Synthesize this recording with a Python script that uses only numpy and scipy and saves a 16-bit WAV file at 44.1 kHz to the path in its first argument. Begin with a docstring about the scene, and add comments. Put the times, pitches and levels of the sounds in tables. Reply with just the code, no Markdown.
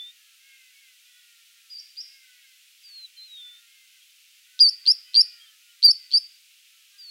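"""Plovers by the water

Over a soft outdoor hiss, distant waterfowl give nasal cries, a songbird slurs thin whistles and small
birds peep. A far plover calls twice; then one close by on short grass gives five sharp rising whistles.
Each is a near sine from the syrinx, opened by a stutter of ticks and scattered by grass, banks and
bushes. The loudest notes just clip."""
import sys
import numpy as np
from scipy import signal
from scipy.fft import rfft, irfft
from scipy.io import wavfile

SR = 44100
rng = np.random.default_rng(int(sys.argv[2]) if len(sys.argv) > 2 else 0)


def dump_mix(stems):
    """Bounce the given channels to the path in sys.argv[1] as a 16-bit WAV at rate SR."""
    frames = np.atleast_2d(stems).T  # one column per channel
    limited = np.clip(frames, -1, 1)  # hard clip at full scale
    pcm = np.round(limited * 32767).astype(np.int16)
    wavfile.write(sys.argv[1], SR, pcm)


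N = 313110
TIME = np.arange(N) / SR

# The colour of the hiss. Each row: frequency in Hz, relative spectral level in dB.
HISS_SPECTRUM = [(500, -57), (700, -51), (900, -35), (1100, -26.5), (1400, -15), (1800, -12), (2300, -3),
                 (2800, 1), (3400, -1), (4700, -4), (8000, -8), (15000, -12.5)]
# The nearer waterfowl. Each row: start in seconds, length in seconds, top pitch in Hz,
# final fall as a share of that pitch, relative level in dB, throat resonance in Hz.
FOWL_CRIES = [(-.15, .34, 499, 0.07, -63, 1824), (0.391, 0.35, 544, 0.088, -55.5, 2080),
              (0.707, .27, 556, 0.14, -59.5, 2130), (1.0, .46, 495.6, .09, -62, 1660),
              (1.45, 0.31, 472, 0.088, -68.5, 1500), (2.04, 0.4, 543, 0.13, -56.5, 2040),
              (2.23, .14, 516, 0.059, -56, 1480), (2.339, 0.23, 555, 0.11, -59.5, 2070),
              (3.329, .42, 491.5, .076, -62.5, 1510), (3.657, 0.25, 538, 0.054, -58.5, 2200),
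              (4.45, .36, 501.5, 0.054, -59, 1370), (5.03, 0.57, 499.3, .16, -61, 1730),
              (5.02, .4, 512, .07, -56.5, 3010), (5.598, 0.17, 483.6, .041, -60, 1370),
              (5.919, .2, 523, 0.054, -64, 2190)]
# Three timbres: nasal waterfowl, far birds (air swallows their overtones) and the close plover.
# Each row: multiple of the pitch, relative level in dB.
NASAL_HARMONICS = [(3, -4), (4, 1), (5, 2), (6, 0)]
DISTANT_HARMONICS = [(1, 1.5), (2, -45)]
PLOVER_HARMONICS = [(1, 0), (2, -30), (3, -46)]
# The songbird's two slurs, one falling, one stepped and dipping.
# Each row of a slur: time in seconds, pitch in Hz, relative level in dB.
SONG_SLURS = [
    [(2.83, 4850, -61), (2.85, 4808, -51), (2.924, 4420, -51.5), (2.976, 4240, -44.5), (3.02, 4106, -49),
     (3.052, 4000, -41), (3.075, 3750, -65)],
    [(3.165, 4308, -58), (3.189, 4066, -47), (3.225, 4113, -46.5), (3.269, 4180, -52), (3.285, 3880, -56),
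     (3.325, 3856, -46.5), (3.419, 3560, -46), (3.479, 3510, -47), (3.595, 3615, -59), (3.61, 3725, -68)],
]
# The phrase comes three times, the first just a tail. Each row: time shift in seconds, gain in dB,
# stretch factor of the pitch range around the song's low note.
SONG_REPEATS = [(-3.492, 13, 1.6), (0, 3.5, 1), (4.15, 7.5, 1)]
# Faint small birds. Each row: start in seconds, length in seconds, top pitch in Hz, relative level in dB.
PEEPS = [(1.031, .26, 3440, -65.5), (3.143, 0.075, 3140, -56), (3.207, .05, 3720, -55.5),
         (3.354, .07, 3320, -51.5), (4.006, .04, 3280, -58.5), (5.383, 0.087, 3245, -50.5),
         (5.456, 0.03, 3550, -56), (5.472, .041, 3150, -53), (5.68, .04, 3020, -57)]
# Plover notes, far and near. Each row: start and length in seconds; crest, middle and flick pitch in Hz;
# base level, fade and dip in dB; number of opening ticks, their spacing in seconds,
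# last tick's pitch in Hz, last and first tick's level in dB.
FAR_NOTES = [(1.700, .106, 4910, 4665, 5610, -41.5, -3, 2, 1, .008, 4400, -55, -55),
             (1.972, .048, 4790, 4874, 5560, -34, 1.5, 0.35, 2, 0.008, 4470, -43, -46)]
NEAR_NOTES = [(4.603, 0.098, 4862, 4510, 5440, -3, 14, 3, 2, .0074, 4645, -17, -21.5),
              (4.876, 0.049, 4760, 4880, 5470, -6, 6.5, 6.5, 3, 0.0084, 4513, -14, -28),
              (5.164, 0.058, 4740, 4730, 5423, -6.5, 4, 4, 4, 0.0082, 4527, -8, -37),
              (5.840, .081, 4764, 4505, 5370, -3, 10.5, 9.5, 3, .0074, 4520, -9.5, -31.5),
              (6.135, .051, 4633, 4634, 5183, -8, 7.5, 2, 4, 0.0079, 4570, -23, -33)]


def from_db(db):
    """Decibels to gain."""
    return 10 ** (np.asarray(db) / 20)


def unit_rms(x):
    """Scale to unit power."""
    return x / np.sqrt(np.mean(x ** 2) + 1e-20)


def ease(u):
    """A smooth step from 0 to 1."""
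    return np.sin(np.pi / 2 * np.clip(u, 0, 1)) ** 2


def filtered(x, order, hz, kind):
    """A Butterworth low, high or band pass."""
    return signal.sosfilt(signal.butter(order, hz, kind, fs=SR, output="sos"), x)


def drift(rate_hz):
    """Smooth random modulation of unit power."""
    return unit_rms(filtered(rng.standard_normal(N + SR), 4, rate_hz, "low")[SR:])


def partials(hz, harmonics):
    """A harmonic tone that follows a pitch curve."""
    phase = 2 * np.pi * (np.cumsum(hz) / SR + rng.random())
    return sum(from_db(db) * np.sin(k * phase) for k, db in harmonics)


def during(start, length):
    """The samples of an event and its progress from 0 to 1."""
    at = np.flatnonzero((TIME > start) & (TIME < start + length))
    return at, (TIME[at] - start) / length


def scatter(x, t60, build_s):
    """Diffuse echoes from grass, banks and bushes build up, then die away."""
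    t = TIME[:SR]
    echoes = rng.standard_normal(SR) * from_db(-60 * t / t60) * (1 - np.exp(-(t / build_s) ** 2))
    return signal.fftconvolve(x, echoes / np.linalg.norm(echoes))[:N]


def outdoor_hiss(level_db):
    """A steady bed of open-country air, with no bass."""
    points_hz, points_db = np.transpose(HISS_SPECTRUM)
    hz = np.maximum(np.arange(N // 2 + 1) * SR / N, 1)
    colour = from_db(np.interp(np.log(hz), np.log(points_hz), points_db))
    return from_db(level_db) * unit_rms(irfft(rfft(rng.standard_normal(N)) * colour, N))


def waterfowl(cries, scoop, crest_at, waver, throat_octaves):
    """Nasal cries scoop up, then sink as they fade; the throat favours the harmonic nearest its resonance."""
    out, wobble, fading = np.zeros(N), drift(40), drift(15)
    for start, length, hz, fall, db, throat_hz in cries:
        at, u = during(start, length)
        onset_bend = scoop * np.maximum(1 - u / crest_at, 0) ** 2
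        tail_bend = fall * (np.maximum(u - crest_at, 0) / (1 - crest_at)) ** 1.1
        pitch = hz * (1 - onset_bend - tail_bend) * (1 + waver * wobble[at])
        swell = np.sin(np.pi * u ** .93) ** .61 * from_db(db + 2 * fading[at])
        colour = [(k, level - 10 * np.log10(1 + (np.log2(k * hz / throat_hz) / throat_octaves) ** 2))
                  for k, level in NASAL_HARMONICS]
        out[at] += swell * partials(pitch, colour)
    return out


def flock(level_db, count):
    """Short random cries from farther out on the water, as rows like those of FOWL_CRIES."""
    low = [-.2, .09, 395, .04, level_db - 1.5, 1300]
    high = [N / SR, .26, 550, .13, level_db, 3000]
    return rng.uniform(low, high, (count, 6))


def whistle(at, pitch, gain, harmonics, waver, flutter_db):
    """The syrinx sings a near sine with a slight tremble in pitch and strength."""
    out, tremble, flutter = np.zeros(N), drift(300), drift(250)
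    effort_db = 40 * np.log2(pitch / np.median(pitch))   # the octave swells as the pitch is pushed up
    colour = [(k, level + effort_db * (k == 2)) for k, level in harmonics]
    tone = partials(pitch * (1 + waver * tremble[at]), colour)
    out[at] = gain * from_db(flutter_db * flutter[at]) * tone
    return out


def songbird(edge_s, low_note_hz, waver, flutter_db):
    """A thin slurred phrase that comes back every few seconds."""
    out = np.zeros(N)
    for shift, gain_db, stretch in SONG_REPEATS:
        for slur in SONG_SLURS:
            times, hz, db = np.transpose(slur)
            at, _ = during(times[0] + shift, times[-1] - times[0])
            if len(at):
                t = TIME[at] - shift
                gate = ease(np.minimum(t - times[0], times[-1] - t) / edge_s)
                gain = gate * from_db(np.interp(t, times, db) + gain_db)
                pitch = low_note_hz + stretch * (np.interp(t, times, hz) - low_note_hz)
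                out += whistle(at, pitch, gain, DISTANT_HARMONICS, waver, flutter_db)
    return out


def small_birds(bend):
    """Short peeps that arch in pitch and level."""
    out = np.zeros(N)
    for start, length, hz, db in PEEPS:
        at, u = during(start, length)
        pitch = hz * (1 - bend * (u - .5) ** 2)
        out[at] += from_db(db) * np.sin(np.pi * u) * partials(pitch, DISTANT_HARMONICS)
    return out


def ticks(notes, lead_s=.0029, first_s=.0024, last_s=.0062, first_drop=.14):
    """Evenly spaced ticks lead into each note, growing longer, higher and louder."""
    for start, *_, count, spacing, hz, last_db, first_db in notes:
        for k in range(count):   # counting back from the note
            early = (k / max(count - 1, 1)) ** 2.8
            peak_s = start - lead_s - k * spacing
            db = last_db + (first_db - last_db) * early
            length = last_s + (first_s - last_s) * early
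            yield peak_s, hz * (1 - first_drop * early), db, length


def plover_stutter(notes, sag, collapse, snap_db, snap_t60, rasp_db, rasp_t60, rasp_hz, throat_db):
    """The syrinx opens in bursts: each snaps, drops in pitch as it dies and leaves a rasp in the throat."""
    bursts, snaps = np.zeros(N), np.zeros(N)
    for peak_s, hz, db, length in ticks(notes):
        at, u = during(peak_s - length / 3, length)
        pitch = hz * (1 + sag * (.5 - u) - collapse * u ** 4)
        swell = from_db(db) * np.sin(np.pi * u ** .66) ** 1.87
        bursts[at] += swell * partials(pitch, PLOVER_HARMONICS)
        snaps[at[len(at) // 5]] += from_db(min(db, -22))   # strong bursts turn to tone, snap no harder
    t = TIME[:SR // 20]
    decay = from_db(snap_db - 60 * t / snap_t60) + from_db(rasp_db - 60 * t / rasp_t60)
    noise = signal.fftconvolve(snaps, decay)[:N] * rng.standard_normal(N)
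    rasp = filtered(noise, 4, rasp_hz, "band")
    throat = filtered(noise, 2, 3390 * np.exp([-.07, .07]), "band")   # a narrow resonance
    return bursts + rasp + from_db(throat_db) * throat


def plover_whistles(notes, harmonics, waver, flutter_db):
    """Each note scoops up to a crest, eases to its middle pitch and ends in an upward flick."""
    scoop, scoop_s, crest_s, settle_before_end_s = .025, .0035, .011, .031
    flick_before_end_s, flick_width_s = .0055, .005
    open_s, attack_db, attack_s, release_s = .0014, 9.5, .005, .0052
    dip_at, dip_width = .42, .06   # shares of the note
    out = np.zeros(N)
    for start, length, crest_hz, middle_hz, flick_hz, db, fade_db, dip_db, *_ in notes:
        at, u = during(start, length)
        t = u * length
        settled = ease((t - crest_s) / max(length - settle_before_end_s - crest_s, crest_s))
        held = crest_hz * (1 - scoop * np.exp(-t / scoop_s)) + (middle_hz - crest_hz) * settled
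        flick = (flick_hz - middle_hz) / np.cosh((length - t - flick_before_end_s) / flick_width_s)
        dip = dip_db * np.exp(-((u - dip_at) / dip_width) ** 2)
        level_db = db - attack_db * np.exp(-t / attack_s) - fade_db * u - dip
        gate = ease(t / open_s) * ease((length - t) / release_s)
        out += whistle(at, held + flick, gate * from_db(level_db), harmonics, waver, flutter_db)
    return out


def scene():
    """The mix: one plover up front and fairly dry, the other far and wetter, the rest low behind them."""
    near = plover_whistles(NEAR_NOTES, PLOVER_HARMONICS, waver=.001, flutter_db=.93)
    near += plover_stutter(NEAR_NOTES, sag=.01, collapse=.3, snap_db=.5, snap_t60=.0035,
                           rasp_db=-10.5, rasp_t60=.036, rasp_hz=(2750, 5500), throat_db=0)
    ground = from_db(-19) * scatter(near, t60=.12, build_s=.005)
    # Grass blades scatter short waves best; long paths through foliage dull the top of each flick.
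    grass = from_db(-9) * scatter(filtered(near, 8, 8200, "high"), t60=.14, build_s=.0016)
    foliage = from_db(-21) * scatter(filtered(near, 8, 5100, "low"), t60=.47, build_s=.015)
    near += ground + grass + foliage

    far = plover_whistles(FAR_NOTES, DISTANT_HARMONICS, waver=.0044, flutter_db=2)
    far += plover_stutter(FAR_NOTES, sag=.1, collapse=.45, snap_db=2, snap_t60=.0038,
                          rasp_db=-4.5, rasp_t60=.035, rasp_hz=(2600, 3800), throat_db=-8)
    far += from_db(-5.5) * scatter(far, t60=.56, build_s=.004)

    song = songbird(edge_s=.003, low_note_hz=3575, waver=.0024, flutter_db=.74) + small_birds(bend=.25)
    song += from_db(-23) * scatter(song, t60=.3, build_s=.006)

    fowl = waterfowl(FOWL_CRIES, scoop=.06, crest_at=.24, waver=.005, throat_octaves=.19)
    fowl += waterfowl(flock(level_db=-68, count=70), scoop=.08, crest_at=.4, waver=.0044,
                      throat_octaves=.23)
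    fowl = from_db(-3.5) * fowl + from_db(-9.5) * scatter(fowl, t60=.21, build_s=.01)
    return (near + far + song + fowl + outdoor_hiss(level_db=-56.69))[None]


def record(dry):
    """The loudest crests clip, a little unevenly; a steep low pass trims the very top."""
    clipped = np.clip(dry, -.535, .515)
    lowpass = signal.firwin(401, 15900, fs=SR, window=("kaiser", 9))
    return signal.fftconvolve(clipped, lowpass[None], mode="same", axes=1)


dry = scene()
out = record(dry)
dump_mix(out)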